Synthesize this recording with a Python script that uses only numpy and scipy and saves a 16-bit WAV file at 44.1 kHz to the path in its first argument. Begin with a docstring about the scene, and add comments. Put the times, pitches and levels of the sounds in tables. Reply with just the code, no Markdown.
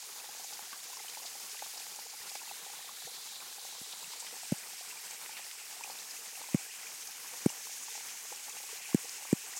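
"""Outdoors, thin streams fall from a mossy overhang onto rocks, heard on a hand-held mono microphone.
From the start countless droplets merge into a hiss; nearer drops splash, plop into shallow hollows and
leave ringing bubbles. The hiss changes colour as the microphone sinks toward a ledge and, near 4 s, turns.
One light drop lands on the housing at 3.8 s and five heavy ones follow, each a tick and a dull thump.
From 5 s on the runoff gurgles now and then."""
import sys
import numpy as np
from scipy import signal
from scipy.fft import rfft, irfft, next_fast_len
from scipy.io import wavfile

SR = 44100
rng = np.random.default_rng(int(sys.argv[2]) if len(sys.argv) > 2 else 0)


def pcm_store(signal):
    """Save signal as 16-bit PCM."""
    levels = np.round(np.clip(np.atleast_2d(signal), -1, 1) * 32767)
    wavfile.write(sys.argv[1], SR, levels.astype(np.int16).T)


N = 422919
TIME = np.arange(N) / SR
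FREQS = np.maximum(np.arange(N // 2 + 1) * SR / N, 1)


def hiss(droplets_per_s=8000, size_db=2.5, flutter_db=1.92, patchy_db=1.0):
    """Droplets click on the rocks over a blur of far ones; each register follows the flow and flutters."""
    # colour of the hiss: (f/Hz, relative level/dB)
    colour = [(700, -29), (1200, -41), (1400, -9.5), (1750, -5.5), (2400, -2.5), (3350, -4), (4300, -3),
              (5100, -1.5), (5750, -0.8), (6550, 0), (8300, -0.4), (10300, -4), (12800, -6), (15600, -10)]
    # registers: (centre f/Hz, share of the flow's swing, gain at the ledge/dB, gain when turned/dB)
    registers = [(2780, 0.59, -2.5, 1), (3700, 0.56, 1, -6), (6440, 0.72, 0, -3.5), (8150, 0.48, 0.5, 1.5),
                 (10000, 0.22, -1.5, -2.5)]
    sizes = from_db(size_db * np.minimum(rng.exponential(1, N), 4)) * rng.choice([-1, 1], N)
    clicks = rms_one(sizes * (rng.random(N) < droplets_per_s / SR))
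    spectrum = rfft(coloured(clicks + rng.standard_normal(N), colour))
    centres = [hz for hz, *_ in registers]
    flutter = flutter_db * drift(13)
    out = np.zeros(N)
    for (_, share, ledge_db, turned_db), weights in zip(registers, np.eye(len(registers))):
        band = irfft(spectrum * np.interp(np.log(FREQS), np.log(centres), weights), N)
        flicker = from_db(share * flutter + patchy_db * drift(22))
        out += band * gain_at_microphone(share, ledge_db, turned_db) * flicker
    return out


def splashes(per_s=70, level_db=-55.5, centre_hz=4900, scatter=0.31, near_width_hz=2070):
    """A drop shatters on rock and throws a brief burst of spray with a colour of its own."""
    # splashes close to the microphone: (t/s, level/dB, length/s, centre f/Hz)
    near_splashes = [(0.433, -44.5, 0.021, 6600), (0.532, -42, 0.0059, 5700), (0.673, -50, .003, 6050),
                     (0.727, -45, 0.005, 1490), (0.97, -44, 0.0026, 5470), (1.097, -43, .003, 4700),
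                     (1.255, -43.5, 0.017, 4900), (1.592, -44, .004, 2320), (1.637, -48, 0.013, 3900),
                     (1.776, -43, 0.0042, 5140), (1.797, -41, .002, 4000), (1.96, -42, 0.0027, 6200),
                     (2.099, -46, .004, 5000), (2.268, -50, 0.0073, 1450), (2.353, -43, 0.0053, 1600),
                     (2.293, -42, 0.0061, 5000), (2.35, -43.5, 0.0042, 5500), (3.92, -44.5, .012, 3800),
                     (4.114, -46.5, 0.021, 4230), (4.195, -42, 0.013, 7300), (4.199, -46, .012, 5000),
                     (4.265, -42.5, 0.0048, 2500), (4.582, -41, .003, 7700), (5.110, -40.5, 0.0025, 6770),
                     (5.26, -41.5, 0.0036, 2000), (5.366, -44, 0.016, 2470), (5.513, -39.5, 0.0022, 2890),
                     (5.835, -41, 0.0069, 6300), (6.114, -47, 0.0037, 5050), (7.072, -38.5, 0.0026, 6460),
                     (7.490, -42, .006, 6070), (7.497, -43, 0.018, 7500), (7.779, -42, 0.0037, 6570),
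                     (7.822, -42.5, 0.017, 7300), (8.359, -40, .003, 6360), (8.494, -40, 0.0044, 6400),
                     (9.093, -40, 0.0027, 6200), (9.56, -39.5, 0.023, 6800)]
    out = np.zeros(N)
    for s, db, higher, longer in random_drops(per_s, spread_db=3.0):
        spray = burst(centre_hz * np.exp(scatter * higher), octaves=0.14, length_s=0.003 * 1.6 ** longer)
        add(out, s, from_db(level_db + db) * spray)
    for s, db, length_s, hz in near_splashes:
        add(out, s, from_db(db) * burst(hz, near_width_hz / hz, length_s))
    return out


def plops(scatter=0.068):
    """Drops plunge into water-filled hollows, each with its own range of pitch; near ones stand out."""
    # drops close by: (t/s, level/dB, f/Hz)
    near_drips = [(0.028, -49, 824), (0.097, -51, 850), (0.160, -52, 817), (0.238, -54, 497),
                  (0.242, -45, 880), (0.2905, -42, 826), (0.3483, -48, 814), (0.396, -46, 760),
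                  (0.444, -47, 780), (0.507, -49, 816), (0.5243, -43, 830), (0.551, -48, 890),
                  (0.5915, -42, 815), (0.637, -54, 845), (0.73, -39.5, 1110), (0.901, -46, 820),
                  (0.93, -43.5, 1000), (0.969, -44.5, 1030), (1.001, -45.5, 820), (1.043, -48, 761),
                  (1.093, -50, 991), (1.171, -42.5, 860), (1.197, -49, 933), (1.231, -51, 949),
                  (1.251, -47, 725), (1.353, -47, 814), (1.551, -50, 792), (1.6224, -36, 820),
                  (1.6613, -43, 860), (1.734, -49, 856), (1.775, -48, 848), (1.8022, -47, 800),
                  (1.865, -49, 865), (1.9885, -42.5, 825), (2.055, -55, 468), (2.064, -50, 794),
                  (2.1367, -45, 830), (2.3153, -47, 800), (2.3518, -41.5, 790), (2.416, -46, 935),
                  (2.430, -48, 834), (2.476, -45.5, 890), (2.5115, -40.5, 800), (2.6646, -42.5, 800),
                  (2.679, -51, 816), (2.697, -44.5, 796), (2.7355, -46.5, 835), (2.79, -48.5, 814),
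                  (2.891, -45, 1090), (3.07, -48, 480), (3.0755, -43.5, 764), (3.424, -51, 1092),
                  (3.5825, -46, 810), (3.6495, -43, 775), (3.688, -51, 790), (3.7253, -46.5, 815),
                  (3.750, -47.5, 1000), (3.9345, -47.5, 885), (4.027, -46.5, 966), (4.134, -44, 990),
                  (4.225, -44.5, 910), (4.2465, -47.5, 760), (4.327, -47.5, 484), (4.340, -48, 761),
                  (4.3653, -44, 840), (4.4315, -45, 760), (4.541, -46, 800), (4.6855, -49, 810),
                  (4.733, -48, 779), (4.809, -46, 722), (4.925, -46.5, 992), (5.106, -50, 800),
                  (5.2928, -41, 850), (5.392, -45.5, 795), (5.615, -52, 859), (5.725, -48, 830),
                  (5.766, -49, 742), (5.808, -40.5, 920), (5.844, -40.5, 850), (5.875, -41.5, 790),
                  (5.899, -42.5, 814), (6.374, -48, 778), (6.392, -52, 792), (6.408, -49.5, 530),
                  (6.4145, -42, 880), (6.438, -46, 980), (6.4875, -44, 843), (7.245, -48, 920),
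                  (7.335, -52.5, 500), (7.340, -45, 1000), (7.5005, -42.5, 910), (7.669, -48, 1081),
                  (7.6935, -47, 780), (7.883, -46, 885), (7.9515, -44, 830), (7.9775, -46, 856),
                  (8.007, -47, 876), (8.318, -47.5, 497), (8.3237, -41.5, 820), (8.4812, -43, 830),
                  (8.5665, -46, 830), (8.602, -48, 798), (8.636, -47, 795), (8.690, -47, 1100),
                  (8.727, -46.5, 450), (8.890, -47.5, 856), (8.928, -44, 1083), (9.044, -51, 483),
                  (9.0525, -47.5, 820), (9.181, -51, 867), (9.2075, -48, 790), (9.224, -48, 848),
                  (9.252, -42, 890), (9.569, -46, 786)]
    # hollows in the rock: (f/Hz, level/dB, drops per second)
    hollows = [(461, -64, 40), (816, -57, 44), (1100, -56.5, 18), (1506, -55.5, 17)]
    out = np.zeros(N)
    for s, db, hz in near_drips:
        add(out, s, from_db(db) * plop(hz))
    for hz, level_db, per_s in hollows:
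        for s, db, higher, _ in random_drops(per_s, spread_db=2.5):
            add(out, s, from_db(level_db + db) * plop(hz * np.exp(scatter * higher)))
    return out


def plop(hz, cycles=1.32, slap_db=-8.5):
    """A drop slaps shallow water and its cavity rings a low, quickly damped note; no two are alike."""
    longer, wetter = np.clip(rng.standard_normal(2), -1.5, 1.5)
    note = ring(hz, cycles * np.exp(0.17 * longer), rise=0.0025)
    slap = from_db(slap_db + 0.5 * wetter) * burst(hz, octaves=0.69, length_s=0.0035)
    out = np.zeros(max(len(note), len(slap)))
    add(out, 0, note)
    add(out, 0, slap)
    return out


def bubbles(per_s=130, level_db=-53, centre_hz=2300, scatter=0.177, rise=0.013):
    """Air pockets patter in the runoff and ping close by, rising in pitch as they near the surface."""
    # bubbles close by: (t/s, peak level/dB, f/Hz, cycles to ring up)
    near_bubbles = [(0.199, -42, 2550, 4.5), (0.729, -45, 1510, 3.7), (0.942, -47, 4910, 4),
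                    (0.9705, -36, 5370, 3.9), (0.992, -46, 2030, 5), (1.082, -37.5, 2980, 2.8),
                    (1.148, -41, 2290, 2), (1.7775, -38, 5200, 4), (1.817, -43, 2500, 3),
                    (2.396, -44, 2550, 3), (2.4937, -42.5, 2600, 4.5), (3.404, -43, 2390, 2),
                    (4.044, -40, 2670, 2), (4.632, -45, 2410, 4), (4.912, -40, 2670, 4.2),
                    (4.970, -45, 2340, 6), (5.837, -36.5, 2440, 3.2), (6.1105, -36.5, 4900, 4.5),
                    (6.166, -42, 2540, 2.5), (6.355, -40, 2660, 2), (6.867, -41.5, 2400, 4.5),
                    (7.414, -46, 2410, 3), (7.4939, -40, 2800, 4), (8.500, -44, 2540, 3),
                    (8.838, -45, 2530, 4), (8.855, -41.5, 2500, 3.5), (9.0925, -39, 5050, 4),
                    (9.312, -42, 2300, 4.5), (9.534, -42.5, 1900, 3)]
    # the farther patter: (share of the flow's swing, gain at the ledge/dB, gain when turned/dB)
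    runoff = (0.28, -2.1, 1.1)
    near, far = np.zeros((2, N))
    for s, db, hz, cycles in near_bubbles:
        add(near, s, from_db(db) * ring(hz, cycles, rise))
    for s, db, higher, longer in random_drops(per_s, spread_db=1.0):
        ping = ring(centre_hz * np.exp(scatter * higher), cycles=1.5 * 1.97 ** longer, rise=rise)
        add(far, s, from_db(level_db + db) * ping)
    return near + far * gain_at_microphone(*runoff)


def microphone_hits(rest_hz=128):
    """A drop ticks, snaps and knocks on the housing; its pressure pulse swings out with falling pitch."""
    # drops on the microphone: (t/s, thump level/dB, starting f/Hz, swell/s, glide/s,
    # tick level/dB, snap level/dB, knock level/dB, knock f/Hz)
    hits = [(3.814, -44, 400, 0.0022, 0.0027, -58, -60, -64, 600),
            (4.5209, -18.5, 342, 0.0034, 0.0042, -34, -45, -29.5, 560),
            (6.545, -14.5, 368, 0.0033, 0.0038, -33.5, -37, -30, 517),
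            (7.4606, -11.5, 477, 0.0025, 0.0029, -27.5, -37.5, -29, 760),
            (8.9455, -12, 421, 0.0029, 0.0037, -28.5, -43, -35, 602),
            (9.328, -12, 477, 0.0027, 0.0031, -28, -42.5, -36, 700)]
    # colour of the tick on the housing: (f/Hz, relative level/dB)
    tick_colour = [(800, -44), (2300, -16), (4500, -14), (6300, -3), (8200, 11), (9600, 2), (11000, -1),
                   (16000, -14)]
    thumps, tick_envelope = np.zeros((2, N))
    for s, db, start_hz, swell_s, glide_s, tick_db, snap_db, knock_db, knock_hz in hits:
        envelope = swell(swell_s, steepness=1.68)
        t = TIME[:len(envelope)]
        turns = rest_hz * t + (start_hz - rest_hz) * glide_s * (1 - np.exp(-t / glide_s))
        add(thumps, s, from_db(db) * envelope * np.sin(2 * np.pi * turns))
        add(thumps, s, from_db(knock_db) * ring(knock_hz, cycles=0.76))
        add(thumps, s, from_db(snap_db) * burst(hz=2100, octaves=0.41, length_s=0.0018))
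        add(tick_envelope, s, from_db(tick_db) * swell(peak_s=0.0004, steepness=1))
    return thumps + tick_envelope * coloured(rng.standard_normal(N), tick_colour)


def ringing_splatter(width_hz=750, lowest_hz=2800, flutter_db=1.5):
    """Part of the splatter gathers in two broad, fluttering resonances."""
    # the lower one shifts as the microphone moves and turns: (t/s, centre f/Hz, level/dB)
    lower = [(0, 4980, -60), (1.4, 4900, -55), (2.4, 4870, -53.5), (2.6, 3510, -56), (3.2, 4187, -53.5),
             (3.9, 3800, -55), (4.13, 4200, -54.5), (4.3, 5250, -54), (4.6, 5150, -58), (5.8, 5200, -58),
             (6.4, 5200, -59.5), (7.1, 5500, -56), (7.8, 5500, -59), (9.59, 5600, -58)]
    # the higher resonance: (t/s, centre f/Hz, level/dB)
    higher = [(0, 6750, -56), (0.5, 6750, -55.5), (1.7, 6730, -56), (2.6, 6900, -58), (3.9, 7380, -62),
              (4.2, 7880, -59), (5.3, 8224, -63), (5.7, 7680, -63), (6.1, 6550, -53), (7.0, 6500, -57),
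              (7.9, 6520, -51.5), (8.6, 6570, -55), (9.59, 6800, -54)]
    out = np.zeros(N)
    for track in (lower, higher):
        hz, db = in_time(track)
        phase = 2 * np.pi * np.cumsum(hz) / SR
        band = rms_one(drift(width_hz) * np.cos(phase) + drift(width_hz) * np.sin(phase))
        out += low_cut(band, lowest_hz, order=2) * from_db(db + flutter_db * drift(7.6))
    return out


def gurgles(per_s=220, spread_db=0.5, scatter=0.1):
    """The runoff swallows air and lets it go as a quick run of bubbles of like size."""
    # runs of bubbles: (t/s, length/s, peak level of a bubble/dB, f/Hz)
    runs = [(5.123, .06, -49.5, 2530), (5.331, 0.12, -49.5, 2530), (5.59, 0.054, -54, 2530),
            (5.838, .025, -47, 2660), (6.704, .06, -49, 2660), (8.751, 0.16, -49.5, 2570)]
    out = np.zeros(N)
    for s, length_s, db, hz in runs:
        count = max(round(per_s * length_s), 1)
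        for k, (late, louder, higher) in enumerate(rng.standard_normal((count, 3))):
            bubble = ring(hz * np.exp(scatter * higher), cycles=2.4)
            add(out, s + (k + late / 2) / per_s, from_db(db + spread_db * louder) * bubble)
    return out


def far_wash(level_db=-58.0, flutter_db=2.5):
    """Water farther off blurs into a dull, fluttering wash."""
    # colour of the wash: (f/Hz, relative level/dB)
    colour = [(50, -1), (100, -10), (160, -6.5), (280, -8), (460, -3), (620, -4.5), (770, 2), (1100, 1.5),
              (1280, 0.5), (1500, 0), (2200, -10.5)]
    return from_db(level_db + flutter_db * drift(11.0)) * coloured(rng.standard_normal(N), colour)


def handling():
    """The hand shifts its grip on the microphone with faint, dead knocks."""
    # knocks on the housing: (t/s, level/dB, f/Hz)
    knocks = [(2.20, -67, 110), (3.049, -57, 150), (4.04, -62, 175), (4.075, -60, 175)]
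    out = np.zeros(N)
    for s, db, hz in knocks:
        add(out, s, from_db(db) * ring(hz, cycles=0.59))
    return out


def gain_at_microphone(share, ledge_db, turned_db):
    """Gain of one part of the water around its usual level, from the flow and the microphone's place."""
    # strength of the fall: (t/s, level/dB); only its swing counts
    flow = [(0.1, -50.5), (0.49, -48.5), (1.28, -49.5), (1.51, -47), (2.64, -48.5), (3.16, -47.5),
            (3.5, -50), (4.03, -47), (4.44, -43.5), (4.81, -46), (7.25, -46), (7.38, -45.5), (8.06, -44.5),
            (8.35, -44.4), (9.5, -44)]
    # the microphone sinks toward the ledge, then swings round: (t/s, nearness to the ledge, turn 0-1)
    path = [(0, 0.4, 0.06), (2.4, 0.2, 0.42), (2.65, 0.3, 0.33), (3.75, 1.2, 0.1), (4.0, 1, 0.6),
            (4.3, 0.7, 0.75), (5.4, 0.3, 0.7), (6.0, 0.4, 0.6), (6.7, 0.1, 1), (7.2, 0, 0.55),
            (9.59, 0.1, 1)]
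    flow_db, = in_time(flow)
    nearness, turn = in_time(path)
    db = share * flow_db + ledge_db * nearness + turned_db * turn
    return from_db(db - db.mean())


def burst(hz, octaves, length_s):
    """Water shatters: a short swell of noise around a centre pitch, rms 1 at its height."""
    envelope = swell(length_s / 2, steepness=0.98)
    count = next_fast_len(len(envelope))
    bin_hz = np.arange(1, count // 2 + 2) * SR / count
    widths_away = np.log2(bin_hz / hz) / octaves
    phases = np.exp(2j * np.pi * rng.random(len(bin_hz)))
    noise = irfft(phases / (1 + widths_away ** 2), count)
    return envelope * rms_one(noise)[:len(envelope)]


def ring(hz, cycles, rise=0):
    """The damped note of an air pocket or a knock: it peaks after `cycles`; `rise` bends it upward."""
    envelope = swell(cycles / hz, steepness=0.65)
    turns = hz * TIME[:len(envelope)]
    bend = 1 + rise * (turns / cycles / 2 - 1)
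    return envelope * np.sin(2 * np.pi * turns * bend)


def random_drops(per_s, spread_db):
    """Drops at chance moments: rows (t/s, relative level/dB, deviation of pitch, deviation of length)."""
    count = int(per_s * N / SR)
    louder, higher, longer = np.clip(rng.standard_normal((count, 3)), -2, 2).T
    return zip(rng.random(count) * N / SR, spread_db * louder, higher, longer)


def swell(peak_s, steepness):
    """An envelope that rises to 1 at peak_s and dies away."""
    u = TIME[:int(10 * peak_s * SR) + 2] / peak_s
    return (u * np.exp(1 - u)) ** steepness


def coloured(x, spectrum):
    """Give a steady texture a (f/Hz, level/dB) spectrum; rms 1."""
    hz, db = np.transpose(spectrum)
    gain = from_db(np.interp(np.log(FREQS), np.log(hz), db))
    return rms_one(irfft(rfft(x) * gain, N))


def drift(rate_hz):
    """Random wavering, mostly slower than rate_hz; rms 1."""
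    return rms_one(irfft(rfft(rng.standard_normal(N)) / (1 + (FREQS / rate_hz) ** 2), N))


def in_time(rows):
    """The columns of a curve, joined by straight lines."""
    s, *columns = np.transpose(rows)
    return [np.interp(TIME, s, column) for column in columns]


def add(out, s, sound):
    """Mix a short sound in at time s."""
    start = int(np.clip(round(s * SR), 0, N - 1))
    out[start:start + len(sound)] += sound[:N - start]


def low_cut(x, hz, order):
    """Roll off what lies below hz."""
    return signal.sosfilt(signal.butter(order, hz, "high", fs=SR, output="sos"), x)


def from_db(db):
    """Decibels to gain."""
    return 10 ** (np.asarray(db) / 20)


def rms_one(x):
    """Scale to unit power."""
    return x / np.sqrt(np.mean(x ** 2) + 1e-20)


def scene(hiss_db=-46.5, lowest_hz=136):
    """All the water, heard at one point; only touches on the microphone carry deep bass."""
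    water = far_wash() + from_db(hiss_db) * hiss() + ringing_splatter()
    water += splashes() + plops() + bubbles() + gurgles()
    mono = low_cut(water, lowest_hz, order=4) + microphone_hits() + handling()
    return np.tile(mono, (2, 1))


def record(dry):
    """The treble is cut steeply above 15.9 kHz."""
    return signal.sosfilt(signal.ellip(12, 0.1, 80, 15900, fs=SR, output="sos"), dry)


dry = scene()
out = record(dry)
pcm_store(out)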